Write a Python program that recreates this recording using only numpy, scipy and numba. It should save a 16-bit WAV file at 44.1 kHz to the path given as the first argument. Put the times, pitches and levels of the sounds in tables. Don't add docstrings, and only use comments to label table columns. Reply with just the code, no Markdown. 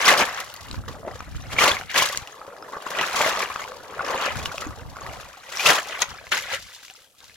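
import sys
import numpy as np
from scipy import signal
from scipy.fft import rfft, irfft, next_fast_len
from scipy.io import wavfile
from scipy.ndimage import uniform_filter1d
from numba import njit

SR = 44100
rng = np.random.default_rng(int(sys.argv[2]) if len(sys.argv) > 2 else 0)


def store_wav(level_fs):
    pcm = np.round(np.clip(np.atleast_2d(level_fs), -1, 1) * 32767)
    wavfile.write(sys.argv[1], SR, pcm.T.astype(np.int16))


N = 324557
TIME = np.arange(N) / SR

# crest_s, bubbles_db, swell_s, ebb_s,
# drops_over_bubbles_db, spray_over_drops_db
SPLASHES = [(0.023, -30, 0.05, 0.018, 7, -0.5), (0.087, -18, 0.081, 0.13, 6, -5),
            (0.121, -16, 0.055, 0.07, -19, -3), (0.216, -17.5, 0.11, 0.055, -1.5, -2.5),
            (0.28, -31.5, 0.08, 0.088, -0.5, -3), (0.395, -33, 0.25, 0.074, 2, -3.5),
            (0.889, -38, 0.014, 0.043, -19.5, 10.5), (1.081, -32, 0.04, 0.06, -16, -5),
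            (1.531, -34.5, 0.039, 0.027, 4.5, 0.5), (1.627, -18.5, 0.063, 0.16, 2.5, -2),
            (1.682, -17.5, 0.13, 0.074, -4, -5.5), (1.906, -49.5, 0.034, 0.05, 19, -10),
            (1.967, -20, 0.029, 0.11, 2.5, -1), (2.028, -29.5, 0.04, 0.24, 2.5, -0.5),
            (2.74, -32.5, 0.033, 0.075, -17.5, -5), (3.024, -26, 0.17, 0.14, -0.5, -9),
            (3.149, -27.5, 0.039, 0.53, -3, -5), (3.26, -23.5, 0.24, 0.17, 1, -1.5),
            (3.426, -25, 0.22, 0.048, -1.5, -5), (3.512, -37, 0.03, 0.025, 4, -10.5),
            (3.603, -36.5, 0.096, 0.12, 0, -2.5), (4.128, -25, 0.28, 0.18, -6.5, -9.5),
            (4.265, -25.5, 0.18, 0.089, 1.5, -11.5), (4.621, -35, 0.036, 0.077, -4, 0),
            (5.18, -49, 0.29, 0.26, -4, 6), (5.6, -34.5, 0.19, 0.15, 3, 1),
            (5.664, -25.5, 0.072, 0.12, 3.5, 5), (5.697, -14.5, 0.05, 0.099, -0.5, -3.5),
            (5.784, -27, 0.088, 0.031, 3, -6.5), (5.921, -36.5, 0.1, 0.25, 6, -7),
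            (6.026, -28.5, 0.02, 0.0096, 4.5, 0.5), (6.325, -27, 0.0069, 0.097, 8, -5),
            (6.376, -40, 0.033, 0.044, 14, -2.5), (6.445, -52, 0.04, 0.08, 18.5, -7.5),
            (6.535, -34, 0.092, 0.06, 10, -4.5)]
# time_s, level_db
FLOW = [(0.0, -29), (0.45, -44), (0.66, -46), (0.75, -43.5), (0.84, -51.5), (0.93, -43), (1.1, -44.5),
        (1.3, -50.5), (1.47, -45.5), (1.87, -58), (2.2, -48), (2.53, -43), (2.83, -41), (2.93, -33.5),
        (3.85, -44.5), (4.38, -34.5), (4.88, -47.5), (5.08, -38.5), (5.42, -51), (5.98, -42), (6.29, -48),
        (6.68, -46.5), (7.02, -55.5), (7.12, -67.5), (7.23, -54)]
# deepest_s, half_length_s, depth (0-1)
DUNKS = [(0.835, 0.084, 0.46), (1.034, 0.08, 1.0), (2.584, 0.29, 0.61), (3.82, 0.22, 0.57),
         (4.797, 0.38, 0.39)]
# start_s, level_db, cavity_pitch_hz, t60_s
SLAPS = [(0.05, -19, 2260, 0.064), (0.078, -1, 1110, 0.059), (0.116, 0, 1086, 0.054),
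         (0.206, -3.5, 1180, 0.076), (1.589, 1.5, 2140, 0.04), (1.609, -3.5, 1160, 0.12),
         (1.943, -6.5, 1570, 0.035), (1.961, -16, 1900, 0.07), (1.996, -6, 2190, 0.16),
         (2.022, 1.5, 1027, 0.048), (3.012, -11, 1225, 0.1), (3.262, -4.5, 615, 0.09),
         (5.595, -7.5, 2380, 0.13), (5.66, 4, 2602, 0.091), (5.69, -1.5, 1040, 0.06),
         (6.018, -7, 934, 0.055), (6.32, -9, 1340, 0.053)]
# start_s, level_db, pitch_hz
PLOPS = [(0.88, -29, 1120), (1.032, -31, 610), (1.05, -26, 644), (1.076, -24, 625), (1.566, -20, 2190),
         (1.586, -5.5, 2220), (1.768, -15.5, 2100), (2.415, -27.5, 1210), (2.479, -31.5, 517),
         (2.626, -28.5, 1250), (2.733, -29, 1130), (2.767, -23, 1090), (2.866, -19.5, 1025),
         (3.501, -22.5, 1070), (3.558, -23, 1130), (3.994, -14.5, 1360), (4.007, -18, 1100),
         (4.544, -25.5, 628), (4.666, -25, 281), (4.707, -28, 1180), (5.017, -26, 1090)]
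# start_s, level_db, pitch_hz
CLACKS = [(0.54, -24.5, 11500), (0.564, -31, 7000), (0.67, -35, 12000), (0.7126, -24.5, 4080),
          (1.2052, -27.5, 1260), (1.8121, -27.5, 1520), (2.148, -25.5, 1640), (2.174, -12.5, 6400),
          (2.274, -30.5, 2900), (2.8654, -36, 1220), (2.9874, -18.5, 3070), (3.0125, -19.5, 2920),
          (3.503, -35, 1810), (3.5599, -23.5, 1310), (3.6406, -29.5, 2360), (3.7192, -32, 1180),
          (3.992, -38, 1390), (4.4578, -16.5, 2960), (4.581, -22, 2700), (4.968, -31, 1140),
          (5.065, -29, 1920), (6.2687, -34, 2120), (6.8322, -43, 1580), (6.8824, -39, 2350),
          (6.9, -34, 2800), (7.2048, -38.5, 3800), (7.243, -37, 5630), (7.297, -42, 2160)]
# multiple_of_pitch (ratio), level_db
CLACK_MODES = [(1, 5), (1.17, -4), (1.9, -5.5)]
# frequency_hz, gain_db
BUBBLE_COLOUR = [(60, -53), (140, -11.5), (320, -13), (420, -3.5), (560, 0.5), (830, -1), (1170, 4),
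                 (1500, -2), (2000, -5.5), (3500, -47)]
DROP_COLOUR = [(200, -46), (900, -18), (1400, -3), (1750, -.5), (2200, .5), (2900, -4), (3800, -11),
               (5000, -15), (9000, -48)]
SPRAY_COLOUR = [(800, -50.5), (2800, 2.5), (4100, 0), (5200, -1), (6700, -1.5), (7500, -4.5), (8500, -11),
                (10700, -8), (13500, -9), (16000, -12.5)]
SLAP_COLOUR = [(47, -42), (80, -45.5), (346, -31), (538, -27), (839, -2), (1090, -44), (2080, -11),
               (2900, 2), (4620, -16), (6170, -5.5), (8410, -47.5), (10500, -14), (16000, -30)]
STREAM_COLOUR = [(24, -28), (40, -11), (444, -4.5), (516, 2.5), (2380, -31), (5580, -15), (6490, -15),
                 (7730, -9), (12500, -8), (16000, -21)]
PLUNGE_COLOUR = [(50, -20.5), (160, -1.5), (330, 1.0), (520, 0), (900, -7.0), (3000, -38)]
CRACK_COLOUR = [(150, -22), (700, -8), (2500, -5.0), (6500, -3.5), (9000, -13), (16000, -16.5)]
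BANK_COLOUR = [(200, -22), (700, 3.5), (1800, 4.5), (12000, -0.5)]
EDDY_COLOUR = [(20, -29), (50, -1.0), (100, -1), (160, -9.0), (280, -14.5), (600, -39), (2000, -64.5)]
# frequency_hz, likeness (-1 to 1)
LIKENESS = [(60, 0.79), (150, 0.93), (300, 0.77), (600, 0.9), (1200, 0.27), (2500, 0.24), (5000, 0.83),
            (12000, 0.36)]
# time_s, left_channel_lead_ms
BEARING = [(0, 0.043), (5.4, 0.04), (6, -0.029)]
# peak_s, level_db, half_length_s
GUSTS = [(0.754, -35, 0.077), (0.93, -37.5, 0.049), (1.094, -40.5, 0.072), (1.347, -32.5, 0.11),
         (1.637, -36.5, 0.15), (2.0, -50, 0.12), (2.197, -41.5, 0.033), (3.984, -46, 0.019),
         (4.4, -29, 0.062), (4.674, -35.5, 0.067), (4.88, -41, 0.09), (5.094, -41, 0.064),
         (5.246, -51, 0.06), (6.105, -44, 0.036), (6.6, -58, 0.076)]
# time_s, level_db
AIR = [(0.0, -53), (2.5, -63), (3.4, -54), (5.45, -60), (6.65, -52.5), (6.78, -68), (7.14, -73.5),
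       (7.3, -56)]

SWELL_RANGE_DB, CREST_S = 22, 0.0047
FLOW_DROPS_DB, FLOW_SPRAY_DB = -1.5, -3
SUNK_DROPS_DB, SUNK_SPRAY_DB = -20.5, -12.5
SMALL_LARGE_SPLIT_HZ = 580
SMALL_BUBBLES_DB, SUNK_SMALL_BUBBLES_DB = 4, -25.5
HEAVY_FROM_DB, HEAVY_COARSENING = -27.5, 0.8
DRIPS_FROM_S, DRIPS_ONSET_S = 6.25, 0.32
DRIP_BUBBLES_DB, DRIP_SPRAY_DB = -9.5, 7
CUTOFF_HZ = 16200


def splash_levels():
    power = np.full((3, N), 1e-12)
    for s, level_db, swell_s, ebb_s, drops_db, spray_db in SPLASHES:
        away = np.maximum((s - CREST_S - TIME) / swell_s, (TIME - s - CREST_S) / ebb_s)
        near = away < 4
        envelope_db = level_db - SWELL_RANGE_DB * np.maximum(away[near], 0)
        power[:, near] += from_db(envelope_db + [[0], [drops_db], [drops_db + spray_db]]) ** 2
    return 10 * np.log10(power)


def water_levels():
    flow_db, = in_time(FLOW)
    depth = sum(deepest * humps(s, half_length_s) for s, half_length_s, deepest in DUNKS)
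    dripping = np.clip((TIME - DRIPS_FROM_S) / DRIPS_ONSET_S, 0, 1)
    splash_bubble_db, splash_drop_db, splash_spray_db = splash_levels()
    flow_drop_db = flow_db + FLOW_DROPS_DB + SUNK_DROPS_DB * depth
    flow_spray_db = flow_db + FLOW_SPRAY_DB + SUNK_SPRAY_DB * depth + DRIP_SPRAY_DB * dripping
    bubble_db = add_levels(splash_bubble_db, flow_db + DRIP_BUBBLES_DB * dripping)
    drop_db = add_levels(splash_drop_db, flow_drop_db)
    spray_db = add_levels(splash_spray_db, flow_spray_db)
    coarsening_db = HEAVY_COARSENING * np.maximum(bubble_db - HEAVY_FROM_DB, 0)
    fine_db = SMALL_BUBBLES_DB + SUNK_SMALL_BUBBLES_DB * depth - coarsening_db
    return bubble_db, drop_db, spray_db, fine_db


def bubbles(level_db, fine_db):
    grains = swarm(level_db, per_s=2400, low_hz=258.2, high_hz=1938, cycles=19.3, rise=0.26,
                   spread_db=4.0, lag_spread_ms=0.1, thinning=.45, count=30000)
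    singers = swarm(level_db, per_s=60, low_hz=433.5, high_hz=1454, cycles=37.6, rise=0.5,
                    spread_db=4.5, lag_spread_ms=.05, thinning=0.045, count=1500)
    wash = from_db(-4) * diffuse_noise()
    churn = colour(grains + wash, BUBBLE_COLOUR)
    low_pass = signal.butter(2, SMALL_LARGE_SPLIT_HZ, fs=SR, output="sos")
    large = signal.sosfiltfilt(low_pass, churn)
    small = churn - large
    churn = even(large + from_db(fine_db) * small, window_s=0.025)
    exposed_db = -.25 * (level_db - level_db.max()) - 12
    return from_db(level_db - 0.5) * (churn + from_db(exposed_db) * singers)


def drops(level_db):
    grains = swarm(level_db, per_s=4000, low_hz=1203, high_hz=4470, cycles=39, rise=0.1,
                   spread_db=5.5, lag_spread_ms=0.075, thinning=0.37, count=40000)
    plinks = swarm(level_db, per_s=27, low_hz=1622, high_hz=4200, cycles=47, rise=0.15,
                   spread_db=7.0, lag_spread_ms=0.017, thinning=0.039, count=1500)
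    wash = from_db(-5) * diffuse_noise()
    patter = even(colour(grains + wash, DROP_COLOUR), window_s=0.08)
    return from_db(level_db - 1.1) * (patter + from_db(-13) * plinks)


def spray(level_db):
    grains = swarm(level_db, per_s=8500, low_hz=3270, high_hz=12720, cycles=11.5, rise=0.062,
                   spread_db=2.5, lag_spread_ms=0.052, thinning=0.34, count=60000)
    sparkle = swarm(level_db, per_s=83, low_hz=4030, high_hz=7380, cycles=72, rise=0.041,
                    spread_db=10.0, lag_spread_ms=0.037, thinning=0.06, count=1500)
    hiss = from_db(-1.0) * diffuse_noise()
    fizz = even(colour(grains + hiss, SPRAY_COLOUR), window_s=0.041)
    showers = gobs(per_s=64, t60=0.072, share=0.68)
    return from_db(level_db - 0.37) * (fizz * showers + from_db(-9) * sparkle)


def plunge(level_db):
    grains = swarm(level_db, per_s=1200, low_hz=134.6, high_hz=546, cycles=11.0, rise=0.24,
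                   spread_db=5.0, lag_spread_ms=.05, thinning=0.51, count=6000)
    depth_db = level_db - 17.5 + 0.18 * (level_db - level_db.max())
    return from_db(depth_db) * even(colour(grains, PLUNGE_COLOUR), window_s=0.018)


def slaps():
    s, level_db, hz, t60 = np.transpose(SLAPS)
    t60 = np.clip(t60, .01, .3)
    smack = colour(bursts(s, level_db - 6.0, t60), SLAP_COLOUR)
    heights = from_db(level_db - 12.5)
    ring = placed(s, heights, hz, t60 * 0.96, rise=0.33, width_db=1.5, lag_spread_ms=.04)
    return smack + ring


def plops():
    s, level_db, hz = np.transpose(PLOPS)
    t60 = 0.039 * np.sqrt(1000 / hz)
    ring = placed(s, from_db(level_db - 1), hz, t60, rise=.4, width_db=1.5, lag_spread_ms=.03)
    return ring + colour(bursts(s, level_db, t60 * 0.65), BUBBLE_COLOUR)


def clacks():
    s, level_db, hz = np.transpose(CLACKS)
    ring = sum(placed(s, from_db(level_db + db), hz * ratio, 24 / hz, rise=0, width_db=0.5, lag_spread_ms=0.012)
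               for ratio, db in CLACK_MODES)
    crack = bursts(s, level_db + 0.5, np.full(len(s), .014))
    return ring + colour(crack, CRACK_COLOUR)


def banks(x, wet_db, t60):
    age = TIME[:SR // 4]
    decay = np.exp(-np.log(1000) * age / t60)
    scatter = rng.standard_normal((2, len(age))) * decay * (age > .002)
    scatter /= np.sqrt(np.sum(scatter ** 2, axis=1, keepdims=True))
    tail = signal.oaconvolve(x, scatter, axes=1)[:, :N]
    return x + from_db(wet_db) * colour(tail, BANK_COLOUR)


def stream_murmur():
    return from_db(-64.0) * rms_one(colour(diffuse_noise(), STREAM_COLOUR))


def breeze():
    air_db, = in_time(AIR)
    gust_power = sum(from_db(db) ** 2 * humps(s, half_length_s) for s, db, half_length_s in GUSTS)
    level_db = add_levels(air_db, 10 * np.log10(gust_power))
    opposed = from_db(-0.5) * rng.standard_normal(N) * [[1], [-1]]
    eddies = colour(diffuse_noise() + opposed, EDDY_COLOUR)
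    return from_db(level_db - 3.0 + 4.1 * drift(28)) * even(eddies, window_s=0.11)


def swarm(level_db, per_s, low_hz, high_hz, cycles, rise, spread_db, lag_spread_ms, thinning, count):
    when, luck, pitch, size, life, sign = rng.random((count, 6)).T
    when_s = when * N / SR
    crowding = from_db(thinning * (np.interp(when_s, TIME, level_db) - level_db.max()))
    born = luck < per_s * crowding * N / SR / count
    hz = low_hz * (high_hz / low_hz) ** pitch
    size_db = spread_db * np.minimum(-np.log(1 - size), 3)
    heights = np.sign(sign - .5) * from_db(size_db) * hz / high_hz
    t60 = cycles * 2 ** (2 * life - 1) / hz
    return rms_one(placed(when_s[born], heights[born], hz[born], t60[born], rise,
                          width_db=3.0, lag_spread_ms=lag_spread_ms))


def placed(starts, heights, hz, t60, rise, width_db, lag_spread_ms):
    size = 4096
    pan, lag = rng.standard_normal((2, size))[:, (starts * SR).astype(int) % size]
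    lag_s = lag * lag_spread_ms / 1000
    hz, t60 = np.ascontiguousarray(hz), np.ascontiguousarray(t60)
    return np.array([rings(starts + side * lag_s / 2, heights * from_db(side * pan * width_db / 2),
                           hz, t60, float(rise)) for side in (1, -1)])


@njit
def rings(starts, heights, hz, t60, rise):
    out = np.zeros(N)
    for k in range(len(starts)):
        first, life = max(int(starts[k] * SR) + 1, 0), t60[k] * SR
        turn = 2 * np.pi * hz[k] / SR
        step = np.exp(1j * turn - np.log(1000) / life)
        glide = np.exp(1j * turn * rise / life)
        wave = heights[k] * np.exp(1j * turn * (first - starts[k] * SR))
        for i in range(first, min(first + int(life), N)):
            out[i] += wave.imag
            wave, step = wave * step, step * glide
    return out


def bursts(starts, levels_db, t60s):
    envelope = np.zeros(N)
    for s, level_db, t60 in zip(starts, levels_db, t60s):
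        first = int(s * SR)
        age = TIME[:min(int(t60 * SR), N - first)]
        envelope[first:][:len(age)] += from_db(level_db) * np.exp(-np.log(1000) * age / t60)
    return envelope * diffuse_noise()


def gobs(per_s, t60, share):
    hits = (rng.random(N) < per_s / SR) * rng.exponential(1, N)
    power = signal.lfilter([1], [1, -from_db(-60 / (t60 * SR)) ** 2], hits + 1e-12)
    share = np.clip(share, 0, .9)
    return np.sqrt(1 - share + share * power / power.mean())


def diffuse_noise():
    size = next_fast_len(N, True)
    alike = np.clip(at_hz(LIKENESS, np.fft.rfftfreq(size, 1 / SR)), -1, 1)
    mid, side = rfft(rng.standard_normal((2, size)))
    spectra = np.sqrt(1 + alike) * mid + np.sqrt(1 - alike) * side * [[1], [-1]]
    return rms_one(irfft(spectra, size)[:, :N])


def colour(x, spectrum):
    size = 4096
    cepstrum = irfft(np.log(from_db(at_hz(spectrum, np.fft.rfftfreq(size, 1 / SR)))))
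    cepstrum[1:size // 2] *= 2
    cepstrum[size // 2 + 1:] = 0
    response = irfft(np.exp(rfft(cepstrum)))
    return signal.oaconvolve(x, response[None], axes=1)[:, :N]


def even(x, window_s):
    size = max(int(window_s * SR), 8)
    power = uniform_filter1d(uniform_filter1d(np.mean(x ** 2, axis=0), size), size)
    return x / np.sqrt(np.abs(power) + 1e-9)


def drift(rate_hz):
    hop = 40
    r = np.exp(-2 * np.pi * hop * rate_hz / SR)
    slow = signal.lfilter([1], [1, -2 * r, r * r], rng.standard_normal(N // hop + 2002))[2000:]
    return np.interp(np.arange(N) / hop, np.arange(len(slow)), rms_one(slow))


def humps(s, half_length_s):
    return np.exp(-np.minimum(((TIME - s) / half_length_s) ** 2, 40))


def add_levels(*levels_db):
    return 10 * np.log10(sum(from_db(level_db) ** 2 for level_db in levels_db))


def in_time(rows):
    s, *columns = np.transpose(rows)
    return [np.interp(TIME, s, c) for c in columns]


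def at_hz(points, hz):
    knots, values = np.transpose(points)
    return np.interp(np.log(hz + 1), np.log(knots), values)


def from_db(db):
    return 10 ** (np.asarray(db) / 20)


def rms_one(x):
    return x / np.sqrt(np.mean(x ** 2) + 1e-20)


def scene():
    bubble_db, drop_db, spray_db, fine_db = water_levels()
    water = plunge(bubble_db) + bubbles(bubble_db - .3, fine_db) + drops(drop_db - .6) + spray(spray_db - .3)
    surge = gobs(per_s=60, t60=.06, share=.15)
    basket = banks(water * surge + slaps() + plops() + clacks(), wet_db=-15.5, t60=0.14)
    lead_ms, = in_time(BEARING)
    right = np.interp(TIME - lead_ms / 1000, TIME, basket[1])
    left_db = 0.78
    return np.array([basket[0], right]) * from_db([[left_db], [-left_db]]) + stream_murmur() + breeze()


def record(dry):
    rounded = 1.3 * np.tanh(dry / 1.3)
    return signal.sosfilt(signal.ellip(10, .1, 80, CUTOFF_HZ, fs=SR, output="sos"), rounded)


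dry = scene()
out = record(dry)
store_wav(out)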